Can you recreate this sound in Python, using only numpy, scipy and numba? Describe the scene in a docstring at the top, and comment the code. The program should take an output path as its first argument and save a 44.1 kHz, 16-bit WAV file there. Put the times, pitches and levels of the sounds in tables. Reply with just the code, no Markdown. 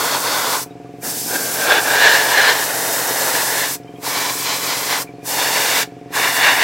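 """Airbrush and small compressor

An airbrush sprays a hollow plastic model on a workbench in five bursts, heard from a camera looking down.
The nozzle is hissing noise; where the jet meets the model, filtered noise roars, rings and echoes off the bench.
Thin whistles and a small tick come from the trigger, a few stray squeaks from the compressor's valve reeds.
A piston compressor chugs nearby as puffs ringing in a pipe, over a sine of motor hum and soft room air."""
import sys
import numpy as np
from scipy import signal
from scipy.fft import rfft, irfft, next_fast_len
from scipy.io import wavfile
from scipy.ndimage import uniform_filter1d
from numba import njit

SR = 44100
rng = np.random.default_rng(int(sys.argv[2]) if len(sys.argv) > 2 else 0)


def put_to_file(sound):
    """Save the sound as 16-bit audio at rate SR, in the file named by the first command-line argument."""
    columns = np.atleast_2d(sound).T  # one column per channel
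    safe = np.clip(columns, -1, 1)
    whole_steps = np.round(safe * 32767)
    wavfile.write(sys.argv[1], SR, whole_steps.astype(np.int16))


N = 292383  # length in samples


def undb(db):
    """Turn decibels into a plain factor."""
    return 10 ** (np.asarray(db) / 20)


def level(x, db):
    """Scale a sound to an average (rms) level in dB."""
    return x * undb(db) / np.sqrt(np.mean(x ** 2))


def colour(x, points):
    """Shape a sound by (pitch_hz, level_db) points, flat beyond the ends."""
    hz, db = np.transpose(points)
    size = next_fast_len(N)
    # the 1 keeps the logarithm finite at 0 Hz
    log_hz = np.log(np.arange(size // 2 + 1) * SR / size + 1)
    gain = undb(np.interp(log_hz, np.log(hz), db))
    return irfft(rfft(x, size) * gain, size)[:N]


def curves(table):
    """Draw straight lines through the rows; one curve for each column after the time."""
    s, *columns = np.transpose(table)
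    return [np.interp(np.arange(N) / SR, s, column) for column in columns]


def walk(rate):
    """Random levels held 1 / rate seconds, then smoothed twice; spread near 1."""
    hold = int(SR / rate)
    steps = np.repeat(rng.standard_normal(N // hold + 1), hold)
    return 1.07 * uniform_filter1d(uniform_filter1d(steps, hold), hold)[:N]


def delayed(x, lag_s):
    """The same sound later; the delay may move."""
    return np.interp(np.arange(N) - lag_s * SR, np.arange(N), x)


def echo(x, lag_s, share):
    """The sound plus a later copy of itself."""
    return x + share * delayed(x, lag_s)


@njit
def svf(x, hz, width):
    """Resonance (state-variable band-pass) with moving centre and width in Hz, gain 1 at the centre."""
    y, band, low = np.empty(len(x)), 0., 0.
    for i in range(len(x)):
        g, k = np.tan(np.pi * hz[i] / SR), width[i] / hz[i]
        v = (band + g * (x[i] - low)) / (1 + g * (g + k))
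        band, low, y[i] = 2 * v - band, low + 2 * g * v, k * v
    return y


def peaked(x, width_hz, *peaks):
    """Unit-level sound with moving (pitch_hz, level_db) resonances added to it."""
    out = level(x, 0)
    for hz, db in peaks:
        resonance = svf(x, hz, np.full(N, width_hz))
        out = out + undb(db) * level(resonance, 0)
    return out


# tone of the room air: pitch_hz, level_db
AIR_TONE = [(25, -18), (60, -17), (120, -1), (300, -2), (600, -16), (1000, -9), (1800, -19), (2500, -23.5),
            (3100, -22), (7000, -24), (15800, -42)]


def room_air():
    """The quiet room: steady noise with a fixed tone."""
    return level(colour(rng.standard_normal(N), AIR_TONE), -52)


def motor_hum():
    """The motor's steady hum: one sine."""
    hum_hz, hum_db = 121.6, -51.5  # rms level
    return np.sqrt(2) * undb(hum_db) * np.sin(2 * np.pi * hum_hz * np.arange(N) / SR)


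# valve reed squeaks, once a stroke: place in the stroke (0-1), length (share of a stroke),
# pitch_hz, level_db (rms), extra_db on every second stroke before that level is set
REED_SQUEAKS = [(.41, .12, 1170, -61, 0), (.83, .16, 2370, -63, 6)]


def reed_squeaks(turn, stroke):
    """The valve reeds squeak: sines that swell at a set place in each stroke, unevenly loud."""
    t, out = np.arange(N) / SR, 0
    for place, length, hz, db, second_db in REED_SQUEAKS:
        luck = rng.standard_normal(stroke[-1] + 1)[stroke]
        swell = np.exp(-((turn % 1 - place) / length) ** 2)
        swell = swell * undb(5.5 * luck + second_db * (1 - stroke % 2))
        rough = 1 + .5 * walk(150)
        out = out + level(swell * rough * np.sin(2 * np.pi * hz * t), db)
    return out


def valve_rattle():
    """The compressor's valve noise: a steady band of noise around 2300 Hz."""
    noise = rng.standard_normal(N)
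    return level(svf(noise, np.full(N, 2300.), np.full(N, 600.)), -57)


# compressor strokes, a little quicker as time goes on: time_s, stroke number
STROKE_TIMES = [(-.0303, 0), (.7084, 16), (3.8469, 84), (5.0920, 111), (5.9216, 129), (6.6589, 145)]
# tone of one soft puff, without treble: pitch_hz, level_db
PUFF_TONE = [(50, 5), (780, 0), (1000, -37), (1300, -35), (2000, -60)]
# ringing of the casing and intake pipe: pitch_hz, width_hz, level_db (against each other),
# added_width_hz late in the stroke
PIPE_RINGS = [(65, 11, -28, 0), (130.7, 4, -16.5, 19), (171.2, 11.4, -7.5, -6), (288.8, 17.8, 3, 40),
              (358.6, 22.5, -2, 60), (424.4, 13.3, -0.5, 56), (540, 2.7, -17, 60), (705.5, 5.8, -2, 130)]


def compressor():
    """Each stroke puffs into the intake pipe; late in the stroke the open valve changes how fast it dies away."""
    time_s, count = np.transpose(STROKE_TIMES)
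    turn = np.interp(np.arange(N) / SR, time_s, count)
    stroke = turn.astype(int)
    size = undb(.6 * rng.standard_normal(stroke[-1] + 1)[stroke])
    puffs = colour(-size * np.diff(stroke, prepend=0), PUFF_TONE)
    valve_open = np.exp(-((turn % 1 - .84) / 0.057) ** 2)
    pipe = 0
    for hz, width, db, added_width in PIPE_RINGS:
        widths = width + added_width * valve_open
        pipe = pipe + undb(db) * svf(puffs, np.full(N, 1. * hz), widths) / widths
    return level(pipe, -36.5) + motor_hum() + reed_squeaks(turn, stroke) + valve_rattle()


# thin whistles from the trigger, and a few stray squeaks near 2400 Hz from the compressor's valve reeds:
# start_s, length_s, start_hz, end_hz, level_db (rms before fading and wavering)
WHISTLES_AND_STRAY_SQUEAKS = [(.7, .04, 3760, 3750, -58), (3.82, .17, 3000, 3240, -56),
                              (3.945, .04, 3190, 3250, -52), (3.96, .05, 2400, 2560, -53),
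                              (5.065, .044, 2350, 2310, -47), (5.12, .07, 4280, 4290, -60),
                              (5.215, .026, 2400, 2460, -49), (5.99, .03, 2400, 2400, -55)]


def whistles_and_stray_squeaks():
    """Trigger whistles and stray reed squeaks: narrow noise that glides, swells and wavers."""
    t, out = np.arange(N) / SR, 0
    waver = undb(2.5 * walk(180))
    for start_s, length_s, start_hz, end_hz, db in WHISTLES_AND_STRAY_SQUEAKS:
        part = np.clip((t - start_s) / length_s, 0, 1)
        pitch = start_hz + (end_hz - start_hz) * part
        breathy = level(svf(rng.standard_normal(N), pitch, np.full(N, 25.)), db)
        out = out + np.sin(np.pi * part) ** .5 * waver * breathy
    return out


# trigger ticks: start_s, level_db (roughly the peak)
TRIGGER_TICKS = [(3.835, -44)]


def trigger_ticks():
    """A small metal tick: three high sines that die away in a few milliseconds."""
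    t, out = np.arange(N) / SR, 0
    for start_s, db in TRIGGER_TICKS:
        since = t - start_s
        ring = sum(np.sin(2 * np.pi * hz * since) for hz in (3600, 5150, 5800)) / 2
        out = out + undb(db) * (since > 0) * np.exp(-np.abs(since) / .003) * ring
    return out


# trigger pulls: half_open_s, half_shut_s, creep_db (air creeping out just before)
TRIGGER_PULLS = [(-.2, 0.639, -40), (1.038, 3.759, -36), (4.039, 5.033, -24), (5.262, 5.833, -42),
                 (6.144, 6.94, -54)]


def valve():
    """Air flow, near 0 shut and 1 open: a faint creep, a smooth opening, a quicker shutting and a short tail."""
    open_s, shut_s, creep_s, tail_s = 0.0092, 0.0042, 0.063, .016  # how gradual each step is
    tail_share = 0.27  # air left in the brush that runs out after each pull
    t, flow = np.arange(N) / SR, 0

    def step(x):
        """A smooth rise from 0 to 1."""
        return .5 + .5 * np.tanh(x / 2)

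    for opens, shuts, creep_db in TRIGGER_PULLS:
        rise = step((t - opens) / open_s) + undb(creep_db) * step((t - opens) / creep_s)
        fall = (1 - tail_share) * step((shuts - t) / shut_s) + tail_share * step((shuts - t) / tail_s)
        flow = flow + rise * fall
    return flow


# tone of the nozzle hiss: pitch_hz, level_db
HISS_TONE = [(470, -40), (800, -46), (977, -2), (1210, -65), (1550, -10.5), (2860, -11.5), (5970, -1.5),
             (7020, -2.5), (7760, -1.5), (15800, -5.5)]


def nozzle_hiss(gain):
    """Air rushing from the nozzle: gently fluttering noise with a resonance of the nozzle cap."""
    cap_hz, cap_db = 13140, -20
    noise = colour(rng.standard_normal(N), HISS_TONE)
    return peaked(noise, 1100., (np.full(N, 1. * cap_hz), cap_db)) * gain * undb(1.0 * walk(40))


# tone of the roar where the jet strikes: pitch_hz, level_db
ROAR_TONE = [(150, -35), (300, -13), (450, 0), (800, -3), (1150, -7), (1500, -2), (2200, -17.5),
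             (4000, -41)]


def hull_roar(gain, hull_hz, hull_db, rumble_db):
    """The jet roars on the model: low noise with a hull resonance, plus rumble from air over flat panels."""
    rumble_tone = [(100, -20), (200, -3.5), (300, -0.5), (450, -8), (800, -29)]  # pitch_hz, level_db
    rumble = level(colour(rng.standard_normal(N), rumble_tone), rumble_db)
    roar = peaked(colour(rng.standard_normal(N), ROAR_TONE), 180.0, (hull_hz, hull_db))
    return (roar + rumble) * gain


def hollow_ring(gain, hollow_hz, width_hz):
    """The hollow rings: noise through the same moving resonance twice."""
    once = svf(rng.standard_normal(N), hollow_hz, width_hz)
    return level(svf(once, hollow_hz, width_hz), 0) * gain


# tone of the edge noise: pitch_hz, level_db
EDGE_TONE = [(1200, -25), (2000, 5.5), (2800, -2.5), (4000, 2.5), (5500, -0.5), (7500, -3.5), (11000, -37)]


def edge_noise(gain, fitting_hz, fitting_db):
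    """Air tears at the edges: brighter noise with the ring of two fittings, one lower than the other."""
    higher = fitting_hz, fitting_db
    lower = 0.774 * fitting_hz, fitting_db + 1.5
    return peaked(colour(rng.standard_normal(N), EDGE_TONE), 310.0, higher, lower) * gain


# what bench clutter throws back: pitch_hz, level_db
CLUTTER_TONE = [(700, -31), (1800, -11), (4000, -8.5), (15000, -17)]


def clutter(jet, count=8):
    """Short echoes off hands, model and tools; their paths drift as the hands move."""
    back = 0
    for lag_s in 0.000804 + .004 * rng.random(count):
        back = back + delayed(jet, lag_s + .00007 * walk(2.53))
    return jet + colour(back / np.sqrt(count), CLUTTER_TONE)


# how model and brush are held: time_s, hiss_db, rumble_db (against the roar), hull_hz, hull_db
# (against the roar), hollow_hz, hollow_width_hz, extra_ring_db, extra_edge_db, fitting_hz,
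# extra_fitting_db, bench echo (0-1)
HOLDING = [(0, -24, -18, 1020, -1.5, 1380, 400, 0.5, 1.5, 4450, 0, 0.02),
           (.62, -23.5, -14, 1036, 5.5, 1480, 400, 5.5, 7, 4500, 2, 0.04),
           (1.03, -22.5, -4, 790, -16, 1770, 400, 1, -11, 3300, 1.5, 0.16),
           (1.27, -24, 2, 800, -11, 1710, 400, -5, -13, 3300, 1.5, 0.2),
           (1.29, -22.5, -2.5, 800, -7, 1544, 200, 11, -1, 3350, 1.5, 0),
           (1.52, -22, -11, 800, -22, 1570, 198, 5, -0.5, 3420, -6, 0),
           (1.72, -23.5, -21, 810, -12, 1560, 260, 0.5, -5, 3370, 2, 0),
           (2.1, -21, -39, 990, -15.5, 1694, 330, 2.5, 0.5, 3760, -3, 0.3),
           (2.5, -23.5, -40, 1020, -4, 1726, 405, 3.5, -0.5, 3900, 4.5, 0.2),
           (2.8, -22, -19, 860, -23, 1810, 420, -3.5, -6.5, 3800, 3, 0.16),
           (3.3, -20, -18.5, 930, -5.5, 1810, 413, -0.5, -1, 3820, 0.5, 0.02),
           (3.75, -23, -22, 1000, -4.5, 1770, 420, 10, 8, 3780, -3, .15),
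           (4.05, -24.5, -16, 1000, 4.5, 1976, 700, 7, 8.5, 4100, 1.5, 0.05),
           (4.5, -25.5, -14, 1040, 1, 1930, 715, 3, 12.5, 4030, -4, 0),
           (5.0, -24.5, -19, 1010, 0.5, 1830, 805, 3, 7, 4040, -3, 0),
           (5.25, -23.5, -20, 950, -5, 1790, 850, -4.5, 3.5, 3720, -5, 0.35),
           (5.85, -21, -19, 960, -11.5, 1710, 830, -0.5, 6.5, 3640, -5, 0.2),
           (6.12, -23, -25, 1040, -2, 1750, 810, 3.6, 3, 3650, 0.5, 0.34),
           (6.63, -23.5, -21, 1010, -9, 1800, 800, 1, -1.5, 3660, 3, 0.5)]
# how hard the jet strikes the model, one curve for each pull: time_s, level_db
STRIKE_CURVES = [
    [(0.0, -21.5), (0.154, -21), (0.208, -27), (0.292, -22), (0.536, -25), (0.592, -30), (0.62, -39)],
    [(1.05, -27), (1.15, -35), (1.21, -46), (1.36, -19.5), (1.37, -25.5), (1.53, -27), (1.62, -17.5),
     (1.63, -20), (1.72, -11.5), (1.78, -12.5), (1.82, -20.5), (2.01, -14.5), (2.02, -11), (2.03, -14.5),
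     (2.04, -12), (2.18, -15.5), (2.26, -19.5), (2.4, -14), (2.52, -15.5), (2.54, -19.5), (2.68, -21.5),
     (2.9, -21), (3.42, -20.5), (3.46, -24.5), (3.65, -23.5), (3.74, -37.5)],
    [(4.05, -32.5), (4.108, -28.5), (4.3, -27.5), (4.344, -37), (4.486, -27), (4.574, -30), (4.6, -33.5),
     (4.69, -27.5), (4.84, -29.5), (4.93, -22.5), (5.02, -31)],
    [(5.27, -31), (5.392, -21.5), (5.812, -19.5), (5.83, -18.5)],
    [(6.16, -21), (6.238, -19.5), (6.264, -19), (6.276, -19), (6.346, -23.5), (6.462, -14), (6.584, -20),
     (6.63, -15)],
]
# what seeps out all the time: hiss_db, roar_db, ring_db, edge_db
SEEP_DB = (-72, -57.5, -62, -66.5)


def spray():
    """Turbulent jet: hiss at the nozzle, and fluttering roar, ring and edge noise where it strikes."""
    (hiss_db, rumble_db, hull_hz, hull_db, hollow_hz, hollow_width, ring_db, edge_db,
     fitting_hz, fitting_db, bounce) = curves(HOLDING)
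    usual_db = -18
    strike = curves(np.concatenate(STRIKE_CURVES))[0] - usual_db  # dB above the usual strike
    # level at the usual strike, plus dB gained per dB of strike
    levels_db = (hiss_db - 0.14 * np.maximum(strike, 0),  # a hard strike weakens the hiss a little
                 -22.5 + 0.91 * strike,
                 -21.5 + 1.7 * strike + ring_db,
                 -25.5 + 1.05 * strike + edge_db)
    fitting_db = fitting_db - 8.5 + 0.88 * strike
    flow = valve()
    gains = [undb(db) * flow + undb(seep) for db, seep in zip(levels_db, SEEP_DB)]
    hiss_gain, roar_gain, ring_gain, edge_gain = gains
    roar = hull_roar(roar_gain, hull_hz, hull_db, rumble_db)
    edge = edge_noise(edge_gain, fitting_hz, fitting_db)
    # the detour via the bench is two wavelengths of the hollow's pitch
    struck = echo(roar + edge, 2 / hollow_hz, bounce) + hollow_ring(ring_gain, hollow_hz, hollow_width)
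    eddies = undb(1.05 * walk(60))
    return clutter(nozzle_hiss(hiss_gain) + eddies * struck)


# share of the spray that differs left and right: pitch_hz, level_db
SPRAY_WIDTH = [(250, -30), (700, -36), (1300, -36), (2400, -28), (4400, -21), (8000, -16), (15000, -19)]


def scene():
    """Mix in stereo: a shared middle, and a side signal added left and taken away right."""
    pump = compressor()
    mid = room_air() + pump + whistles_and_stray_squeaks() + trigger_ticks() + spray()
    late_pump = np.roll(pump, SR // 250)  # 4 ms later
    side = undb(-11) * room_air() + undb(-28) * late_pump + colour(spray(), SPRAY_WIDTH)
    return np.array([mid + side, mid - side])


def record(dry):
    """A near reflection off the camera body ripples the treble; bass rolls off, peaks round, the top is cut."""
    near = np.array([echo(channel, 0.000377, 0.1) for channel in dry])
    thin = signal.sosfilt(signal.butter(3, 62., "high", fs=SR, output="sos"), near)
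    soft = thin / (1 + thin ** 4) ** .25
    top_hz = 15800
    return signal.sosfilt(signal.ellip(10, .2, 80, top_hz, fs=SR, output="sos"), soft)


dry = scene()
out = record(dry)
put_to_file(out)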